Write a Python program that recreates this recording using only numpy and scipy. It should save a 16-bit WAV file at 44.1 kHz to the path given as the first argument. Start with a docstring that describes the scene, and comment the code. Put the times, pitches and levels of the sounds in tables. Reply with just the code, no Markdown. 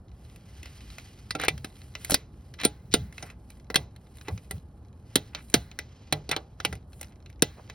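"""Torque wrench on lug nuts

Outdoors on asphalt, a socket clatters onto wheel nuts and the wrench breaks over with a hard click and thump.
Contacts are short bursts of coloured noise; wheel, tyre, socket and spring ring as decaying modes.
Small ticks, scrapes, glove crackles and tyre shudders come from brief clicks and swelling noise.
Steady noise makes the low rumble and rustling hiss; short echoes and two microphone ports give the space."""
import sys
import numpy as np
from scipy import signal
from scipy.fft import rfft, irfft, next_fast_len
from scipy.io import wavfile
from scipy.ndimage import uniform_filter1d

SR = 44100
rng = np.random.default_rng(int(sys.argv[2]) if len(sys.argv) > 2 else 0)


def bounce(signal):
    """Save signal as a 16-bit WAV file at the path given by the first command-line argument."""
    frames = np.transpose(np.atleast_2d(signal))
    limited = np.clip(frames, -1, 1)
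    pcm = np.round(limited * 32767).astype(np.int16)
    wavfile.write(sys.argv[1], SR, pcm)


N = 341334
TIME = np.arange(N) / SR
PADDED = next_fast_len(N, real=True)
FREQS = np.maximum(np.fft.rfftfreq(PADDED, 1 / SR), 1)

# Table levels are relative: sources add layer offsets, and noise colours are scaled to rms 1.
# modes of the wheel on its tyre: (frequency [Hz], level [dB], t60 [s])
TYRE_MODES = [(64.7, -7, 0.79), (80, -6.5, 0.27), (98.65, -7, 0.41), (150, 0, 0.32)]
# modes of the alloy spokes and rim: (frequency [Hz], level [dB], t60 [s])
RIM_MODES = [(299, -15, 0.17), (429.5, -15, 0.21), (521, -14, 0.099), (605, -15.5, 0.15),
             (702, -13.5, 0.12), (832, -20, 0.2), (1364, -10, 0.063), (1592, -18.5, 0.088)]
# modes of the socket and wrench body: (frequency [Hz], level [dB], t60 [s])
STEEL_MODES = [(1350, -30, .05), (2000, -18, 0.071), (2480, -25.5, 0.045), (2752, -31, .09),
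               (3300, -32, .06), (3650, -17.5, 0.068), (4030, -17, .035), (4585, -29, .05)]
# modes of the handle's jolt through the hub: (frequency [Hz], level [dB], t60 [s])
JOLT_MODES = [(130, -16, 0.05), (255, -1, .02), (455.4, -1.5, 0.032)]
# colour of steel contacts: (frequency [Hz], level per Hz [dB])
CRACK_COLOUR = [(400, -2.5), (900, -4), (1500, 0.5), (2200, 1), (3000, -1.5), (3900, 2.5), (5200, -4),
                (6500, -2), (8500, -21)]
# bright top of contacts and hiss: (frequency [Hz], level per Hz [dB])
TREBLE_COLOUR = [(5000, -37), (7000, -3), (9000, -2.5), (11000, -4), (13000, -7), (15500, -13.5),
                 (17000, -27)]
# many damped low modes of wheel and hub: (frequency [Hz], level per Hz [dB])
HUB_COLOUR = [(70, -21.5), (130, 4.5), (280, 1.5), (430, -1), (560, -6.5), (800, -13), (1300, -32.5)]
# the socket's single high mode: (frequency [Hz], level [dB], t60 [s])
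SOCKET_MODE = [(9100, 0, 0.062)]


def from_db(db):
    """Decibels to gain."""
    return 10 ** (np.asarray(db) / 20)


def at_freqs(points):
    """A table over log frequency, read at every bin."""
    hz, value = np.transpose(points)
    return np.interp(np.log(FREQS), np.log(hz), value)


def noise(spectrum):
    """Coloured noise of rms 1."""
    white = rng.standard_normal(PADDED)
    coloured = irfft(rfft(white) * from_db(at_freqs(spectrum)), PADDED)[:N]
    return coloured / coloured.std()


def swell(s, length):
    """One smooth stroke of height 1."""
    return np.sin(np.pi * np.clip((TIME - s) / length, 0, 1))


def bandpass(x, low_hz, high_hz, run=signal.sosfilt):
    """Keep one band of a sound."""
    return run(signal.butter(2, [low_hz, high_hz], "band", fs=SR, output="sos"), x)


def soften(x, cut_hz):
    """Heavy parts take a moment to get moving, so a low-pass rounds the blow."""
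    return signal.sosfilt(signal.butter(2, cut_hz, fs=SR, output="sos"), x)


def clatter(times, level_db, decay_ms, spectrum, rise_ms, tail_db, tail_ms):
    """Steel faces chatter for a few ms after each touch; a weaker wash returns from the wheel well."""
    power = np.zeros(N)
    age_ms = 1000 * TIME[:SR // 4]
    attack = 1 - np.exp(-(age_ms / max(rise_ms, .1)) ** 2)
    wash = from_db(tail_db) * attack * np.exp(-age_ms / tail_ms)
    for s, db, fall_ms in zip(times, level_db, decay_ms):
        chatter = attack * np.exp(-age_ms / max(fall_ms, .3))
        shape = chatter / chatter.max() + wash
        start = int(s * SR)
        power[start:start + len(shape)] += (from_db(db) * shape[:N - start]) ** 2
    grain = noise(spectrum)
    # level the noise's own short swings so that the envelope sets the strength
    grain_level = np.sqrt(uniform_filter1d(grain ** 2, size=130) + 1e-6)
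    return np.sqrt(power) * grain / grain_level


def strike(times, level_db, modes, scatter_db):
    """Each blow sets every mode ringing as a decaying sine with a strength of its own."""
    out = np.zeros(N)
    at = (times * SR).astype(int)
    chance = rng.standard_normal((len(at), len(modes)))
    for k, (hz, db, t60) in enumerate(modes):
        blows = np.full(N, 1e-18)
        polarity = (-1) ** k
        blows[at] = from_db(level_db + db + scatter_db * chance[:, k]) * polarity
        radius = from_db(-60 / (t60 * SR))
        angle = 2 * np.pi * hz / SR
        resonator = [1, -2 * radius * np.cos(angle), radius * radius]
        out += signal.lfilter([0, np.sin(angle)], resonator, blows)
    return out


def clang(times, level_db, pitch_hz, decay_s, spread):
    """The place of contact favours one dense cluster of heavily damped steel modes, made of band noise."""
    out = np.zeros(N)
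    age = TIME[:SR // 12]
    shape = np.exp(-age / decay_s) * (1 - np.exp(-age / 0.00066))
    for s, db, hz in zip(times, level_db, pitch_hz):
        white = rng.standard_normal(len(age))
        cluster = bandpass(white, hz / (1 + spread), hz * (1 + spread), run=signal.sosfiltfilt)
        cluster = cluster / np.sqrt(uniform_filter1d(cluster ** 2, size=150) + 1e-9)
        start = int(s * SR)
        out[start:start + len(age)] += (from_db(db) * shape * cluster)[:N - start]
    return out


def wrench_breaks(crack_db=0, treble_db=0, clack_db=-10, steel_db=-8, clang_db=-2, jolt_db=9,
                  hub_db=-13, rim_db=-7, tyre_db=-23, ring_db=-1, spring_db=-41, jolt_lag_s=0.0019):
    """The pawl tips over with a crack; the handle hits its stop just after and jolts the wheel."""
    # the wrench breaks over or snaps back: (time [s], crack [dB], treble [dB], thump [dB],
    # socket ring [dB], clang [dB], base clatter decay [ms])
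    breaks = [(2.6505, -15, -11.5, -16, -18.5, -20, 1.74), (2.9391, -11, -17, -16, -20, -21, 3.04),
              (5.156, -14.5, -13.5, -18, -29, -19.5, 3.75), (5.5402, -9.5, -15.5, -15, -27, -19.5, 3.93),
              (7.422, -10.5, -10, -16.5, -42, -27.5, 2.3)]
    # colour of the pawl's crack: (frequency [Hz], level per Hz [dB])
    snap_colour = [(1200, -29), (2200, -10.5), (2800, -0.5), (3900, 3), (4700, -3.5), (5600, -8.5),
                   (6600, 0.5), (8500, -28)]
    # lower body of the crack: (frequency [Hz], level per Hz [dB])
    clack_colour = [(350, -20), (600, -6.5), (800, -0.5), (1050, -3), (1600, 2), (2100, -2), (3200, -16)]
    s, crack, treble, thump, ring, body, decay = np.transpose(breaks)
    out = clatter(s, crack + crack_db, decay, snap_colour, rise_ms=0.34, tail_db=-30, tail_ms=30)
    out += clatter(s, treble + treble_db, decay * 1.1, TREBLE_COLOUR,
                   rise_ms=0.33, tail_db=-29.5, tail_ms=11)
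    out += clatter(s, crack + clack_db, decay * 1.8, clack_colour, rise_ms=0.37, tail_db=-35, tail_ms=120)
    out += strike(s, crack + steel_db, STEEL_MODES, scatter_db=0.5)
    out += clang(s, body + clang_db, np.full(len(s), 3750), decay_s=0.0073, spread=0.26)
    out += strike(s, ring + ring_db, SOCKET_MODE, scatter_db=5)
    out += spring_ring(s, crack + spring_db)
    stop = s + jolt_lag_s
    out += clatter(stop, thump + hub_db, decay * 4, HUB_COLOUR, rise_ms=6.1, tail_db=-21, tail_ms=27)
    out += soften(strike(stop, thump + jolt_db, JOLT_MODES, scatter_db=0.0), cut_hz=450)
    out += strike(stop, thump + rim_db, RIM_MODES, scatter_db=-3.5)
    return out + strike(stop, thump + tyre_db, TYRE_MODES, scatter_db=2.0)


def spring_ring(times, level_db, t60=0.37, shimmer_db=-1, modes_db=-5):
    """The coil spring in the handle shimmers on after each release, as fading noise and clear modes."""
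    # colour of the shimmer: (frequency [Hz], level per Hz [dB])
    shimmer_colour = [(1500, -24.5), (2200, -6), (2750, -7.5), (3400, 2.5), (4300, 3), (5000, -6),
                      (6200, -6.5), (9000, -24)]
    # clearest modes of the spring: (frequency [Hz], level [dB], t60 [s])
    clear_modes = [(2900, -12, 0.4), (2800, -11, 0.45), (4150, -6.5, .6), (4700, -12, .7), (5270, -11, .5)]
    kicks = np.zeros(N)
    kicks[(times * SR).astype(int)] = from_db(level_db + shimmer_db)
    fade = signal.lfilter([1], [1, -from_db(-60 / (t60 * SR))], kicks)
    shimmer = noise(shimmer_colour) * fade
    return shimmer + strike(times, level_db + modes_db, clear_modes, scatter_db=1.0)


def socket_knocks(crack_db=-5, treble_db=-2, clunk_db=-6, steel_db=-9, clang_db=-2, jolt_db=2,
                  rim_db=-3, spoke_db=-8, hub_db=-10, tyre_db=-16, ring_db=-6):
    """The socket hunts for the nut and seats; spokes, rim and tyre answer in step with the clunk."""
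    # socket against nut and wheel: (time [s], steel [dB], treble [dB], wheel clunk [dB],
    # thump [dB], socket ring [dB], clang frequency [Hz])
    knocks = [(1.3069, -20.5, -41, -47, -38, -25, 4594), (1.3508, -25.5, -46, -26, -29, -37, 2320),
              (1.3974, -25.5, -41, -33.5, -49, -47, 1710), (1.4132, -34, -34, -39, -51, -45, 2290),
              (1.4354, -23, -36, -26.5, -53, -49, 1780), (1.4477, -27, -32, -36.5, -48, -56, 1516),
              (1.482, -10.5, -21.5, -28, -34, -29, 2250), (1.6447, -28, -36, -38, -36, -46, 1460),
              (2.0971, -34, -25, -25.5, -26.5, -45.5, 1510),
              (2.1064, -22.5, -16.5, -36.5, -43, -38.5, 5230), (2.1181, -21.5, -24, -30, -14.5, -39, 3893),
              (2.1422, -8.5, -12, -42, -25, -38.5, 4630), (2.6342, -23.5, -39.5, -30.5, -38.5, -38.5, 2594),
              (3.226, -31.5, -64.5, -35.5, -37, -40, 5530), (3.701, -31, -56, -35.5, -27, -63, 1824),
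              (3.7431, -21.5, -33, -35, -37.5, -57, 1930), (3.7572, -8.5, -17.5, -22.5, -25.5, -20.5, 3740),
              (4.2826, -30, -67, -30, -29.5, -70, 1983), (4.5094, -30, -28.5, -36, -57, -27, 2140),
              (6.1243, -14.5, -19.5, -21.5, -40.5, -54, 3885), (6.2913, -25.5, -38, -33.5, -34, -44, 4000),
              (6.3128, -17, -25, -29.5, -49, -31, 4080), (6.3633, -22, -37.5, -26, -49, -63, 3620),
              (6.601, -28, -58.5, -41.5, -53, -55, 1590), (6.649, -14, -24, -27.5, -33, -33, 2680),
              (6.7266, -31, -43, -36, -37, -36, 1656), (7.0113, -36.5, -32, -39.5, -43.5, -59, 5900)]
    # colour of the wheel's clunk: (frequency [Hz], level per Hz [dB])
    clunk_colour = [(150, -33.5), (330, 13.5), (480, 15.5), (800, 5), (1200, -1.5), (1900, -33.5)]
    spoke_mode = [(765, 0, 0.092)]  # (frequency [Hz], level [dB], t60 [s])
    s, steel, treble, clunk, thump, ring, pitch = np.transpose(knocks)
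    rise = 0.85  # ms, base rise
    decay = np.full(len(s), 3.3)  # ms, base decay
    out = clatter(s, steel + crack_db, decay, CRACK_COLOUR, rise_ms=rise, tail_db=-32.5, tail_ms=42)
    out += clatter(s, treble + treble_db, decay, TREBLE_COLOUR,
                   rise_ms=rise * 1.4, tail_db=-31.5, tail_ms=21)
    out += clatter(s, clunk + clunk_db, decay * 1.3, clunk_colour, rise_ms=rise, tail_db=-13, tail_ms=46.0)
    out += clang(s, steel + clang_db, pitch, decay_s=0.0035, spread=0.2)
    out += strike(s, steel + steel_db, STEEL_MODES, scatter_db=1.5)
    out += strike(s, clunk + rim_db, RIM_MODES, scatter_db=4)
    out += strike(s, ring + ring_db, SOCKET_MODE, scatter_db=3.5)
    out += soften(strike(s, thump + jolt_db, JOLT_MODES, scatter_db=5), cut_hz=300)
    out += strike(s, clunk + spoke_db, spoke_mode, scatter_db=0.0)
    out += clatter(s, thump + hub_db, decay * 4, HUB_COLOUR, rise_ms=1, tail_db=-18.0, tail_ms=20)
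    return out + soften(strike(s, clunk + tyre_db, TYRE_MODES, scatter_db=4.5), cut_hz=210)


def handle_ticks(crack_db=-5, treble_db=-4, clang_db=-4, rim_db=-14):
    """Play in the ratchet head and handle makes light touches that barely reach the wheel."""
    # ticks: (time [s], crack [dB], treble [dB])
    ticks = [(0.3598, -47.5, -47), (0.6301, -38.5, -44), (0.6568, -35, -48), (0.9827, -33, -44.5),
             (1.5782, -38.5, -47), (1.952, -26, -65), (2.0467, -29.5, -25), (2.5391, -39, -50),
             (2.6, -30, -52), (2.613, -26.5, -38), (3.1255, -42.5, -52), (3.1801, -33, -49),
             (3.3007, -39, -52.5), (3.5025, -43.5, -43.5), (3.9618, -46, -51), (4.17, -51, -46.5),
             (4.3767, -39, -65), (5.3485, -22.5, -63), (5.4989, -46.5, -37.5), (5.7139, -39, -57),
             (5.7889, -22.5, -31), (6.7528, -44, -47), (7.029, -37, -37.5), (7.2606, -43, -71.5),
             (7.2996, -48, -54), (7.6982, -31, -63)]
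    s, crack, treble = np.transpose(ticks)
    pitch_hz, decay_ms = np.full(len(s), 2240), np.full(len(s), 2.2)
    out = clatter(s, crack + crack_db, decay_ms, CRACK_COLOUR, rise_ms=0.48, tail_db=-22.0, tail_ms=32)
    out += clatter(s, treble + treble_db, decay_ms, TREBLE_COLOUR, rise_ms=1.0, tail_db=-20.0, tail_ms=11.0)
    out += clang(s, crack + clang_db, pitch_hz, decay_s=0.0029, spread=0.39)
    return out + strike(s, crack + rim_db, RIM_MODES, scatter_db=2.5)


def backswing(start_s=7.13, teeth_per_s=30.5, tooth_db=-56.5, count=9, size_db=3, unevenness=0.122):
    """The pawl slips lightly over the teeth on the back swing: a faint, slightly uneven run of clicks."""
    chance = rng.standard_normal((count, 2))
    s = start_s + (np.arange(count) + unevenness * chance[:, 0]) / teeth_per_s
    level = tooth_db + size_db * chance[:, 1]
    return clatter(s, level, np.full(count, 1.4), CRACK_COLOUR, rise_ms=0.41, tail_db=-17, tail_ms=14)


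def scrapes(slips_per_s=900, size_db=4, width=1.69):
    """Tiny uneven slips ring in a broad band while the surfaces slide."""
    # socket and glove slide over metal: (time [s], length [s], level [dB], centre frequency [Hz])
    slides = [(0.627, 0.079, -58, 2260), (1.384, 0.096, -36, 2000), (2.101, 0.042, -32, 6080),
              (2.584, 0.054, -41.5, 2200), (2.642, 0.016, -24, 3280), (2.911, 0.061, -39.5, 3750),
              (3.168, 0.18, -55.5, 1307), (4.243, 0.062, -53.5, 1847), (4.279, 0.046, -45, 603),
              (5.325, 0.098, -49.5, 1520), (6.305, 0.047, -33, 1408), (6.342, 0.06, -45, 826),
              (7.091, 0.056, -66.5, 1590), (7.563, 0.054, -50.5, 575)]
    sign = rng.choice([-1, 1], N)
    size = from_db(size_db * np.minimum(rng.exponential(1, N), 3))
    slips = (rng.random(N) < slips_per_s / SR) * sign * size
    slips = slips + 0.11 * rng.standard_normal(N)
    out = np.zeros(N)
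    for s, length, db, hz in slides:
        grit = bandpass(slips, hz / width, min(hz * width, .4 * SR))
        out += from_db(db) * swell(s, length) * grit / grit.std()
    return out


def glove_crinkles(busy, per_s=28, size_db=5, level_db=4):
    """The glove creases in tiny crackles at random times, stronger while the hand is busy."""
    chance = rng.random((400, 2))
    when = np.cumsum(-np.log(chance[:, 0])) / per_s
    size = size_db * np.minimum(-np.log(chance[:, 1]), 3)
    level = 20 * np.log10(np.interp(when, TIME, busy)) + level_db + size
    heard = when < TIME[-1]
    return clatter(when[heard], level[heard], np.full(heard.sum(), 1.5), CRACK_COLOUR,
                   rise_ms=0.93, tail_db=-17.5, tail_ms=11)


def tyre_shudders():
    """The rubber rocks on the ground with a soft, low wobble of swelling noise."""
    # the wheel is pushed or the handle loaded: (time [s], length [s], level [dB])
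    shudders = [(1.478, 0.18, -39), (2.795, 0.31, -43), (2.93, 0.19, -40), (3.767, 0.084, -36),
                (4.287, 0.11, -34.5), (4.509, 0.09, -34), (5.545, 0.075, -35.5), (6.125, 0.075, -41),
                (6.645, 0.14, -38)]
    # colour of the wobble: (frequency [Hz], level per Hz [dB])
    wobble_colour = [(40, -30.5), (70, 5.5), (105, 8), (145, 5), (210, -4), (400, -43)]
    strength = sum(from_db(db) * swell(s, length) for s, length, db in shudders)
    return noise(wobble_colour) * strength


def metal_colour(x, ring_db, decay_s, count=26, low_hz=1900, high_hz=6000):
    """The many close modes of wheel and wrench lend the sound an uneven, metallic colour."""
    age = TIME[:SR // 16]
    chance = rng.random((count, 2))
    hz = low_hz * (high_hz / low_hz) ** ((np.arange(count) + chance[:, 0]) / count)
    modes = np.cos(2 * np.pi * (hz[:, None] * age + chance[:, 1:])).sum(axis=0)
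    response = from_db(ring_db) * modes * np.exp(-age / decay_s) * 2 / (decay_s * SR)
    return x + signal.fftconvolve(x, response)[:N]


def yard(x, wet_db=-31, t60=0.085, build_s=0.002):
    """A faint tail of scattered echoes from car and yard, made with decaying noise."""
    # colour of the echoes: (frequency [Hz], level per Hz [dB])
    echo_colour = [(100, -6), (800, -7), (1800, 1), (2800, 0.5), (4400, -6.5), (6000, -8.5), (9000, -18.5),
                   (16000, -20)]
    response = noise(echo_colour) * from_db(-60 * TIME / t60) * (1 - np.exp(-TIME / build_s))
    return from_db(wet_db) * signal.fftconvolve(x, response / np.linalg.norm(response))[:N]


def rustle_levels(steady_hiss_db=-80, steady_high_db=-81):
    """Each move swells and sinks over the steady hiss: gains of the hiss and of the high hiss."""
    # clothes and glove rustle as body or hand moves: (time [s], length [s], hiss [dB], high hiss [dB])
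    rustles = [(0.1, 0.36, -68.5, -71), (0.296, 1.13, -58.5, -64), (1.5, 0.6, -66, -66),
               (1.97, 0.19, -54, -56), (2.2, 0.65, -73, -75), (3.1, 0.25, -62, -62.5),
               (3.38, 0.28, -72.5, -70.5), (3.92, 0.78, -69, -68.5), (4.14, 0.18, -77, -62.5),
               (5.023, 0.33, -64, -70.5), (5.33, 0.37, -68.5, -62.5), (5.55, 1.05, -65, -87.5),
               (6.56, 0.25, -60, -69.5), (6.86, 0.27, -73.5, -64.5), (7.4, 1.07, -62, -70.5)]
    hiss_power = np.full(N, from_db(steady_hiss_db) ** 2)
    high_power = np.full(N, from_db(steady_high_db) ** 2)
    for s, length, hiss_db, high_db in rustles:
        stroke = swell(s, length)
        hiss_power += (from_db(hiss_db) * stroke) ** 2
        high_power += (from_db(high_db) * stroke) ** 2
    return np.sqrt(hiss_power), np.sqrt(high_power)


def background(hiss, high, rumble_db=-48, flutter_db=2.0):
    """Distant rumble of low noise, and a soft rustle of hiss that flutters unevenly."""
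    # outdoor rumble: (frequency [Hz], level per Hz [dB])
    rumble_colour = [(12, -56.5), (20, -35.5), (41, -8.5), (60, 0.5), (124, -5.5), (162, -12), (188, -11.5),
                     (301, -19), (676, -29), (864, -27), (931, -36.5), (1020, -32.5), (1800, -44.5),
                     (2340, -71.5), (3960, -120)]
    # hiss below the treble: (frequency [Hz], level per Hz [dB])
    hiss_colour = [(500, -17.5), (1200, -2.5), (2500, 1.5), (3800, -1), (5500, -2), (7500, -6.5),
                   (9500, -34.5)]
    # slow noise moves the rustle's level in dB
    flutter = flutter_db * noise([(5, 0), (30, -3), (120, -20), (500, -80)])
    rustle = hiss * noise(hiss_colour) + high * noise(TREBLE_COLOUR)
    rustle = metal_colour(from_db(flutter) * rustle, ring_db=2.5, decay_s=0.014)
    return from_db(rumble_db) * noise(rumble_colour) + rustle


def ports(x):
    """Two microphone ports hear the same sound with different phase and level."""
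    # left port's lead: (frequency [Hz], phase [rad])
    port_phase = [(20, 0), (150, 0), (400, -.12), (1550, -.25), (2400, .3), (3270, 1.3), (4130, .7),
                  (5340, .7), (6630, 2.5), (7900, 3.55), (9800, 5.8), (11000, 6.7), (12800, 8.8),
                  (14300, 10), (16000, 12.2)]
    # left level minus right level: (frequency [Hz], difference [dB])
    port_balance = [(60, 0), (110, 0), (200, -1), (380, -1.5), (700, -4), (1290, -2.5), (2380, -0.5),
                    (4400, -1.5), (8120, -0.5), (15000, 0)]
    # each port takes half the difference, in opposite directions
    tilt = from_db(at_freqs(port_balance) / 2)
    turn = np.exp(.5j * at_freqs(port_phase))
    left_right = np.array([tilt * turn, 1 / (tilt * turn)])
    return irfft(rfft(x, PADDED) * left_right, PADDED)[:, :N]


def wheel_face(x, scatter_db=-18, decay_s=.006, low_hz=200):
    """Very near reflections reach the two ports unequally; long waves reach both alike."""
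    # sound scattered by the wheel face: (frequency [Hz], level per Hz [dB])
    scatter_colour = [(150, -31.5), (600, 10), (3500, 2.5), (6000, -15), (10000, -28.5)]
    burst = rng.standard_normal(N) * np.exp(-TIME / decay_s)
    response = irfft(rfft(burst, PADDED) * from_db(at_freqs(scatter_colour)), PADDED)[:SR // 20]
    response = signal.sosfilt(signal.butter(2, low_hz, "high", fs=SR, output="sos"), response)
    scattered = signal.fftconvolve(x, response / np.linalg.norm(response))[:N]
    return from_db(scatter_db) * scattered * np.array([[1], [-1]])  # opposite sign at each port


def scene():
    """Tools at arm's length, with the yard around them."""
    hiss, high = rustle_levels()
    tools = wrench_breaks() + socket_knocks() + handle_ticks()
    tools += backswing() + scrapes() + glove_crinkles(high)
    tools = metal_colour(tools, ring_db=-1.5, decay_s=.008) + tyre_shudders()
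    sound = tools + yard(tools) + background(hiss, high)
    return ports(sound) + wheel_face(sound)


def record(dry):
    """Peaks are clipped, then a steep low-pass cuts the top of the band."""
    cutoff_hz = 16500
    low_pass = signal.ellip(10, .1, 90, cutoff_hz, fs=SR, output="sos")
    return signal.sosfilt(low_pass, np.clip(dry, -.9, .9))


dry = scene()
out = record(dry)
bounce(out)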